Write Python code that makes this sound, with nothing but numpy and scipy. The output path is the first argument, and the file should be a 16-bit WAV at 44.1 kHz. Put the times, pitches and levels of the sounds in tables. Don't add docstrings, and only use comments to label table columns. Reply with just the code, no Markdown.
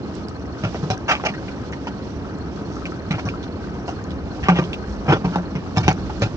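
import sys
import numpy as np
from scipy import signal
from scipy.fft import rfft, irfft, next_fast_len
from scipy.io import wavfile
from scipy.ndimage import map_coordinates

SR = 44100
rng = np.random.default_rng(int(sys.argv[2]) if len(sys.argv) > 2 else 0)


def pcm_store(signal):
    levels = np.round(np.clip(np.atleast_2d(signal), -1, 1) * 32767)
    wavfile.write(sys.argv[1], SR, levels.astype(np.int16).T)


N = 280476
TIME = np.arange(N) / SR

# start and contact length in seconds, levels of body, clack, crack
# and deck boom in dB, then the boom's centre, the piece's low note and its high ping in Hz.
KNOCKS = [(0.637, .012, -25.5, -30, -39, 1.5, 130, 586, 2420),
          (.829, 0.012, -31.5, -52, -46, -4, 151, 630, 1630),
          (.902, 0.0094, -20.5, -29.5, -26, -1.5, 128, 703, 2600),
          (1.079, 0.032, -20.5, -20.5, -28, -32, 150, 800, 2080),
          (1.11, 0.016, -20, -18.5, -27.5, -26, 151, 1140, 2420),
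          (1.238, .0055, -24, -34, -48, -27, 149, 790, 2010),
          (1.25, 0.015, -22, -21, -27.5, -22, 150, 660, 2380),
          (3.107, 0.012, -31, -32.5, -46, -2, 141.3, 735, 2310),
          (3.138, 0.013, -33, -35, -59, -7, 116.5, 750, 2220),
          (3.253, .026, -32, -43, -54, -2, 127.5, 1130, 1600),
          (4.43, 0.012, -41, -30.5, -41, -8, 133, 990, 1900),
          (4.485, 0.0035, -14, -20.5, -33, -6, 176, 1120, 2180),
          (4.49, 0.0097, -16, -22.5, -37, 3, 177, 774, 2500),
          (4.588, 0.008, -17, -26.5, -34, -1.5, 160, 346, 2310),
          (5.081, 0.014, -18, -25.5, -39, -5.5, 151, 455, 2340),
          (5.095, 0.031, -16, -25.5, -35, 3, 145.6, 784, 2530),
          (5.125, 0.011, -15, -24, -31, 1, 135, 496, 3400),
          (5.244, .013, -22.5, -35.5, -39.5, -1, 164.4, 295, 2260),
          (5.358, 0.0041, -18, -35.5, -35.5, -6.5, 176, 694, 2680),
          (5.553, .012, -34, -36, -44, -8, 151, 600, 2280),
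          (5.771, 0.0095, -19.5, -27, -24.5, 6, 130.4, 910, 2270),
          (5.831, 0.012, -34.5, -32, -37, -10, 103, 600, 2380),
          (5.853, 0.015, -33, -42, -39.5, -2, 87.5, 600, 2380),
          (5.88, 0.0046, -11, -16, -21, 5, 138.7, 760, 2400),
          (6.22, 0.011, -20.5, -25.5, -27, 3, 124, 567, 2580)]
# start and length in seconds, levels of body, clack and crack
# in dB, low note and high ping in Hz.
SLIDES = [(4.44, 0.033, -33.5, -34.5, -48, 1130, 2700), (4.543, 0.037, -31, -29.5, -42, 850, 3570),
          (5.049, 0.02, -32.5, -44, -49, 684, 2450), (5.315, 0.029, -36.5, -37, -47, 950, 1500),
          (5.758, 0.0081, -32, -33, -37, 726, 2870), (6.207, 0.013, -25.5, -40, -39, 450, 1190)]

def gear_contacts(touch_s=.011, rebound_s=0.019, rebound_loss_db=(12, 12, 13.5), slide_abruptness=.15):
    for s, length, body, clack, crack, _, _, *pitches in KNOCKS:
        levels = np.array([body, clack, crack])
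        yield 1, s, length, *levels, *pitches
        yield 1, s + length + rebound_s, touch_s, *(levels - rebound_loss_db), *pitches
    for slide in SLIDES:
        yield slide_abruptness, *slide
    band_centres_hz = np.array([850, 2130, 4200])
    for s, _, hz, shake_db in CLINKS:
        levels = shake_db - 8 * np.abs(np.log2(band_centres_hz / hz))
        yield 1, s, touch_s, *levels, hz, hz


# frequency in Hz, relative level in dB, 60 dB decay time in seconds.
GEAR_MODES = [(312, 0, .06), (385, -7, .05), (453, -1, .085), (520, -5, .05), (640, -5, .04), (759, 8, .1),
              (845, 3, .07), (933, 1, .07), (1183, 1, .08), (1370, -4, .03), (1560, -8, .035),
              (1856, -3, .06), (2078, -4, .055), (2288, -2, .055), (2440, -3, .04), (2742, 2, .08),
              (2852, 2, .08), (3080, -3, .04), (3607, -3, .06), (4762, -3, .04), (5142, -4, .04),
              (5275, -3, .04), (5800, -3, .02)]

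def struck_gear(note_t60=0.059, ping_t60=0.0069, echo_db=-6, echo_t60=0.049):
    out, t = np.zeros((2, N)), TIME[:SR // 4]
    for abruptness, s, length, body_db, clack_db, crack_db, note_hz, ping_hz in gear_contacts():
        impact = min((0.015 / length) ** 3, 5)
        force = chatter(t, length, impact, slips_per_s=2000, settle_s=0.048, abruptness=abruptness)
        scatter = rng.standard_normal((3, len(t))) * fade(t, echo_t60)
        scatter *= from_db(echo_db) / np.linalg.norm(scatter[0])
        modes = sum(resonance(force, hz, t60) * from_db(db + rng.normal(-1, 4.5))
                    for hz, db, t60 in GEAR_MODES)
        note = from_db(7) * resonance(force, note_hz, note_t60)
        ping = from_db(6) * resonance(force, ping_hz, ping_t60)
        direct = force + modes + note + ping
        echoes = signal.fftconvolve(scatter, direct[None], axes=1)[:, :len(t)]
        centre, sides = direct + echoes[2], echoes[:2]
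        lightness = np.clip((clack_db - body_db + 4) / 4, 0, 1)
        body_lowpass = signal.butter(1, 650 * 4 ** lightness, fs=SR)
        clack_lowpass = signal.butter(1, 1500 * 2 ** lightness, fs=SR)
        body = band(signal.lfilter(*body_lowpass, centre + sides / 3), 240 * 2 ** lightness, 1330)
        clack = band(signal.lfilter(*clack_lowpass, centre + sides), 1315, 3360, order=6)
        crack = band(0.32 * direct + sides, 3200, 6280, order=4)
        gains = from_db(body_db), from_db(clack_db), from_db(crack_db) * stereo(-10, 0)
        for part, gain in zip((body, clack, crack), gains):
            add(out, s, part * gain / np.std(part[:, t < length + .008]))
    return out


# frequency in Hz, relative level in dB, 60 dB decay time in seconds.
DECK_MODES = [(85.6, 7, 0.049), (110.2, 3, 0.11), (151, 6, 0.068), (175.2, -4, 0.23)]

def deck_booms(push_s=0.013, fall_db_per_octave=38.5):
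    out, t = np.zeros(N), TIME[:SR // 2]
    for s, *_, boom_db, boom_hz, _, _ in KNOCKS:
        swing = np.zeros(len(t))
        for hz, db, t60 in DECK_MODES:
            gain = from_db(db - fall_db_per_octave * abs(np.log2(hz / boom_hz)))
            swing += gain * np.sin(2 * np.pi * hz * t) * fade(t, t60)
        add(out, s, from_db(boom_db) * swing * (1 - np.exp(-t / push_s)))
    return out


# start in seconds, level in dB,
# nominal pitch in Hz, level of the shaking it starts in dB.
CLINKS = [(.652, -28, 2770, -44), (0.745, -38, 700, -25.5), (1.152, -20, 2770, -46),
          (1.166, -23, 2740, -45), (1.198, -24, 1260, -35), (1.287, -19.5, 2610, -39),
          (1.338, -26, 1900, -37), (1.481, -30, 2230, -38), (1.726, -31, 1900, -34.5),
          (1.87, -24, 1040, -29), (1.871, -32, 3000, -37), (2.855, -19.5, 2710, -36.5),
          (3.109, -19, 2450, -33), (3.11, -20.5, 4200, -43), (3.118, -24, 4260, -49),
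          (3.128, -23, 2430, -47), (3.152, -28, 2750, -47), (3.183, -29, 1060, -28.5),
          (3.193, -25, 2640, -39), (3.254, -30, 5900, -37), (3.288, -18, 2760, -37.5),
          (3.429, -35, 3630, -39), (3.88, -25.5, 773, -25.5), (4.106, -29, 3730, -41.5),
          (4.485, -7.5, 1237, -20.5), (4.639, -28, 3270, -40), (4.731, -18.5, 2870, -39.5),
          (4.733, -19.5, 3770, -47), (4.742, -22, 2950, -51), (6.096, -24.5, 940, -33)]

def clinks(cycles=19, snap_db=-10, shadow_above_hz=3400):
    out, t = np.zeros((2, N)), TIME[:SR // 10]
    for s, db, hz, _ in CLINKS:
        force = chatter(t, length=.003, impact=3, slips_per_s=900, settle_s=.04)
        pair = ring(force, hz * 0.865, cycles / hz) - ring(force, hz * 0.962, cycles / hz)
        snap = band(force, hz / 2, min(2 * hz, 11000), order=2)
        clink = peak_one(pair) + from_db(snap_db) * peak_one(snap)
        pan = np.array([[.25 if hz > shadow_above_hz else 1], [1]])
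        add(out, s, pan * from_db(db) * clink)
    return out


# start in seconds, peak level on the right in dB, pitch in Hz.
SNAPS = [(.153, -29, 7500), (.2848, -18.5, 5050), (.294, -32, 7200), (.396, -33, 5600), (0.9782, -23, 5900),
         (1.7222, -30, 6700), (2.3865, -36, 7300), (4.041, -27, 6700), (5.046, -34, 6000),
         (5.929, -20.5, 6500), (6.1973, -31, 7450), (6.262, -37, 7000)]

def snaps(ring_t60=0.0051, click_gain=2.224):
    out, impulse = np.zeros(N), signal.unit_impulse(SR // 50)
    click = click_gain * band(impulse, 4200, 11000, order=2)
    for s, db, hz in SNAPS:
        add(out, s, from_db(db) * peak_one(ring(impulse, hz, ring_t60) + click))
    return out * stereo(-9, 0)


# start in seconds,
# level of the note on the left in dB, starting pitch in Hz.
PLINKS = [(0.972, -28, 1520), (1.379, -29.5, 1510), (2.073, -38, 1226), (2.245, -30, 1270),
          (2.767, -28, 1294), (2.821, -25.5, 1260), (2.92, -24, 1256), (3.339, -23.5, 1263),
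          (3.64, -29.5, 1480), (3.669, -42, 1270), (3.923, -34, 1294), (3.99, -30.5, 1520),
          (4.839, -31, 1550), (5.385, -26, 1490), (5.977, -30, 1380)]

def plinks(cycles=72, swell_s=0.00034, rise_per_s=6, burst_db=-7, burst_t60=.03):
    out, t = np.zeros(N), TIME[:SR // 10]
    for s, db, hz in PLINKS:
        phase = 2 * np.pi * hz * (t + rise_per_s * t * t / 2)
        note = np.sin(phase) * (1 - np.exp(-t / swell_s)) * fade(t, cycles / hz)
        burst = band(rng.standard_normal(len(t)) * fade(t, burst_t60), hz / 1.2, hz * 1.4, order=2)
        add(out, s, from_db(db) * (peak_one(note) + from_db(burst_db) * peak_one(burst)))
    return out * stereo(0, -8)


# start and length in seconds, relative level at the crest in dB.
RUSTLES = [(2.66, 0.19, -43.5), (2.888, 0.049, -46), (3.846, 0.098, -39), (4.1, 0.078, -54),
           (4.3, 0.094, -50), (4.858, 0.14, -46)]

def oilskins(creases_per_s=2500, low_hz=3600, high_hz=6300):
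    out = np.zeros(N)
    creases = (rng.random(N) < creases_per_s / SR) * rng.standard_normal(N)
    cloth = rms_one(band(creases, low_hz, high_hz))
    for s, length, db in RUSTLES:
        swell = np.sin(np.pi * np.clip((TIME - s) / length, 0, 1)) ** 2
        out += from_db(db) * swell * cloth
    return out * stereo(-14, -2)


# centre in Hz, 60 dB decay time in seconds, left and right
# levels in dB.
FITTING_MODES = [(1270, 0.16, -48, -68), (1520, 0.19, -50.5, -63.5)]

def loose_fitting(taps_per_s=16):
    gaps_s = np.exp(.45 * rng.standard_normal(400)) / taps_per_s
    onsets = (np.cumsum(gaps_s) * SR).astype(int)
    onsets, out = onsets[onsets < N], np.zeros((2, N))
    for hz, t60, left_db, right_db in FITTING_MODES:
        tap_db = np.clip(rng.normal(0, 4, (400, 2)), -8, 6)
        taps = np.zeros((2, N))
        taps[:, onsets] = from_db(tap_db[:len(onsets)]).T
        pair = ring(taps[0], hz * .985, t60) + ring(taps[1], hz * 1.015, t60)
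        out += rms_one(pair) * stereo(left_db, right_db)
    return out


# frequency in Hz, relative spectral density in dB.
RUMBLE_SPECTRUM = [(18, -36), (30, -18.5), (42, -13), (56, -5.5), (70, 5.5), (92, 2), (145, 0), (205, 4.5),
                   (240, -2), (275, 2.5), (400, -3), (620, -11), (1200, -17), (2000, -27.5), (3100, -29),
                   (3600, -68.5)]
# time in seconds, relative level in dB.
RUMBLE_LEVEL = [(0.0, -31), (0.14, -31.5), (3.88, -30.5), (6.02, -30.5), (6.36, -31)]

def hull_rumble(flutter_db=0.91, apart_db=-12):
    common = noise(RUMBLE_SPECTRUM) * from_db(flutter_db * drift(50))
    apart = from_db(apart_db) * noise(RUMBLE_SPECTRUM) * [[1], [-1]]
    return envelope(RUMBLE_LEVEL) * (common + apart) * stereo(1.1, 1.9)


# time in seconds, level in dB about which the gusts wander.
WIND_LEVEL = [(0, -56), (.6, -46), (1.3, -40), (1.8, -56), (2.2, -38), (2.7, -48), (3.3, -41.5),
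              (3.8, -42.5), (4.25, -36), (4.8, -36.5), (5.3, -35.5), (5.7, -44), (6.05, -30), (6.36, -38)]

def wind(low_hz=40, high_hz=80, gust_db=2, apart_db=-11):
    common, apart = [rms_one(band(rng.standard_normal(N), low_hz, high_hz, order=2)) for _ in range(2)]
    gusts = envelope(WIND_LEVEL) * from_db(gust_db * drift(5.8))
    return gusts * (common + from_db(apart_db) * apart * [[1], [-1]])


def lapping(bubbles_per_s=260, low_hz=631, high_hz=1900, cycles=26, spread_db=5.5, pitch_count=24):
    births = np.flatnonzero(rng.random(N) < bubbles_per_s / SR)
    strengths = from_db(spread_db * np.minimum(rng.exponential(1, len(births)), 3))
    strengths *= rng.choice([-1, 1], len(births))
    pitch_index, out = rng.integers(0, pitch_count, len(births)), np.zeros(N)
    for k, hz in enumerate(np.geomspace(low_hz, high_hz, pitch_count)):
        clicks = np.zeros(N)
        clicks[births] = strengths * (pitch_index == k)
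        out += ring(clicks, hz, cycles / hz)
    return rms_one(band(out, low_hz / 2, high_hz * 2, order=2))


# frequency in Hz, relative spectral density in dB.
HISS_SPECTRUM = [(1200, -20.5), (2200, 3), (3500, 6.5), (4300, 5), (5000, 7), (5900, 3.5), (7000, -4),
                 (8000, -11.5), (9000, -38.5)]
# time in seconds, relative level in dB.
HISS_LEVEL = [(0.0, -57), (0.51, -60), (0.8, -51.5), (1.04, -59.5), (1.66, -56.5), (2.43, -60), (2.71, -57),
              (4.16, -60.5), (4.549, -53.5), (4.84, -58), (5.26, -55), (5.6, -60), (5.95, -56),
              (6.36, -54.5)]

def hiss(flicker_db=1.9):
    fizz = np.array([noise(HISS_SPECTRUM) for _ in range(2)]) * from_db(flicker_db * drift(8))
    return envelope(HISS_LEVEL) * fizz * stereo(-6, 10)


# centre in Hz, typical squeaks per second, rms level on the right in dB.
CHIRR_BANDS = [(4260, 30, -54), (5770, 27, -59)]

def chirr(squeak_s=0.023, scatter_hz=42, width_hz=70, spread_db=3):
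    out = np.zeros(N)
    for hz, per_s, db in CHIRR_BANDS:
        squeaks, s = np.zeros(N), 0
        jitter = np.cumsum(rng.standard_normal(N + SR)) * np.sqrt(2 * np.pi * width_hz / SR)
        for wait, pitch, size, stretch in np.clip(rng.standard_normal((300, 4)), -2, 1.5):
            s += np.exp(.55 * wait) / per_s
            if s < N / SR:
                t = TIME[:int(squeak_s * 2 ** (stretch / 2) * SR)]
                phase = 2 * np.pi * (hz + scatter_hz * pitch) * t + jitter[int(s * SR):][:len(t)]
                add(squeaks, s, from_db(spread_db * size) * np.sin(np.pi * t / t[-1]) * np.sin(phase))
        out += from_db(db) * rms_one(squeaks)
    return out * stereo(-16, 0)


def chatter(t, length, impact, slips_per_s, settle_s, spread_db=3, abruptness=1):
    slips = (rng.random(len(t)) < slips_per_s / SR) * rng.choice([-1, 1], len(t))
    build = 4 * abruptness
    pressure = np.expm1(-build * t / length) / np.expm1(-build) * fade(t - length, settle_s)
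    force = slips * from_db(spread_db * np.clip(rng.standard_normal(len(t)), -2, 2)) * pressure
    force[0] += impact * abruptness
    return force


def ring(force, hz, t60):
    r, w = 1000 ** (-1 / (t60 * SR)), 2 * np.pi * hz / SR
    return signal.lfilter([0, np.sin(w)], [1, -2 * r * np.cos(w), r * r], force + 1e-18)


def resonance(force, hz, t60):
    r, w = 1000 ** (-1 / (t60 * SR)), 2 * np.pi * hz / SR
    numerator = (1 - r * r) / 2 * np.array([1, 0, -1])
    return signal.lfilter(numerator, [1, -2 * r * np.cos(w), r * r], force + 1e-18)


def band(x, low_hz, high_hz, order=3):
    return signal.sosfilt(signal.butter(order, [low_hz, high_hz], "band", fs=SR, output="sos"), x)


def noise(spectrum):
    hz, db = np.transpose(spectrum)
    size = next_fast_len(N)
    bin_hz = np.arange(size // 2 + 1) * SR / size
    gain = from_db(np.interp(np.log(1 + bin_hz), np.log(hz), db))
    return rms_one(irfft(rfft(rng.standard_normal(size)) * gain, size)[:N])


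def drift(rate_hz, hop=40):
    r = np.exp(-2 * np.pi * rate_hz * hop / SR)
    slow = signal.lfilter([1], [1, -2 * r, r * r], rng.standard_normal(N // hop + 2002))[2000:]
    return np.interp(np.arange(N) / hop, np.arange(len(slow)), rms_one(slow))


def fade(t, t60):
    return np.exp(-np.log(1000) * np.maximum(t, 0) / t60)


def envelope(points):
    return from_db(np.interp(TIME, *np.transpose(points)))


def from_db(db):
    return 10 ** (np.asarray(db) / 20)


def stereo(left_db, right_db):
    return from_db([[left_db], [right_db]])


def rms_one(x):
    return x / np.sqrt(np.mean(x ** 2) + 1e-20)


def peak_one(x):
    return x / np.abs(x).max()


def add(out, s, sound):
    at = int(s * SR)
    out[..., at:at + sound.shape[-1]] += sound[..., :N - at]


def scene(left_lag_s=0.00015):
    mix = struck_gear() + deck_booms() + clinks() + snaps() + plinks() + oilskins()
    mix += loose_fitting() + chirr() + hull_rumble()
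    mix += np.array([lapping(), lapping()]) * stereo(-45, -46)
    left, right = mix + hiss() + wind()
    return np.array([map_coordinates(left, [np.arange(N) - left_lag_s * SR], order=3), right])


def record(dry, low_cut_hz=39, high_cut_hz=8900, ceiling=.88):
    x = signal.sosfilt(signal.butter(3, low_cut_hz, "high", fs=SR, output="sos"), dry)
    rounded = x / (1 + (x / ceiling) ** 4) ** .25
    return signal.sosfilt(signal.ellip(8, .3, 70, high_cut_hz, fs=SR, output="sos"), rounded)


dry = scene()
out = record(dry)
pcm_store(out)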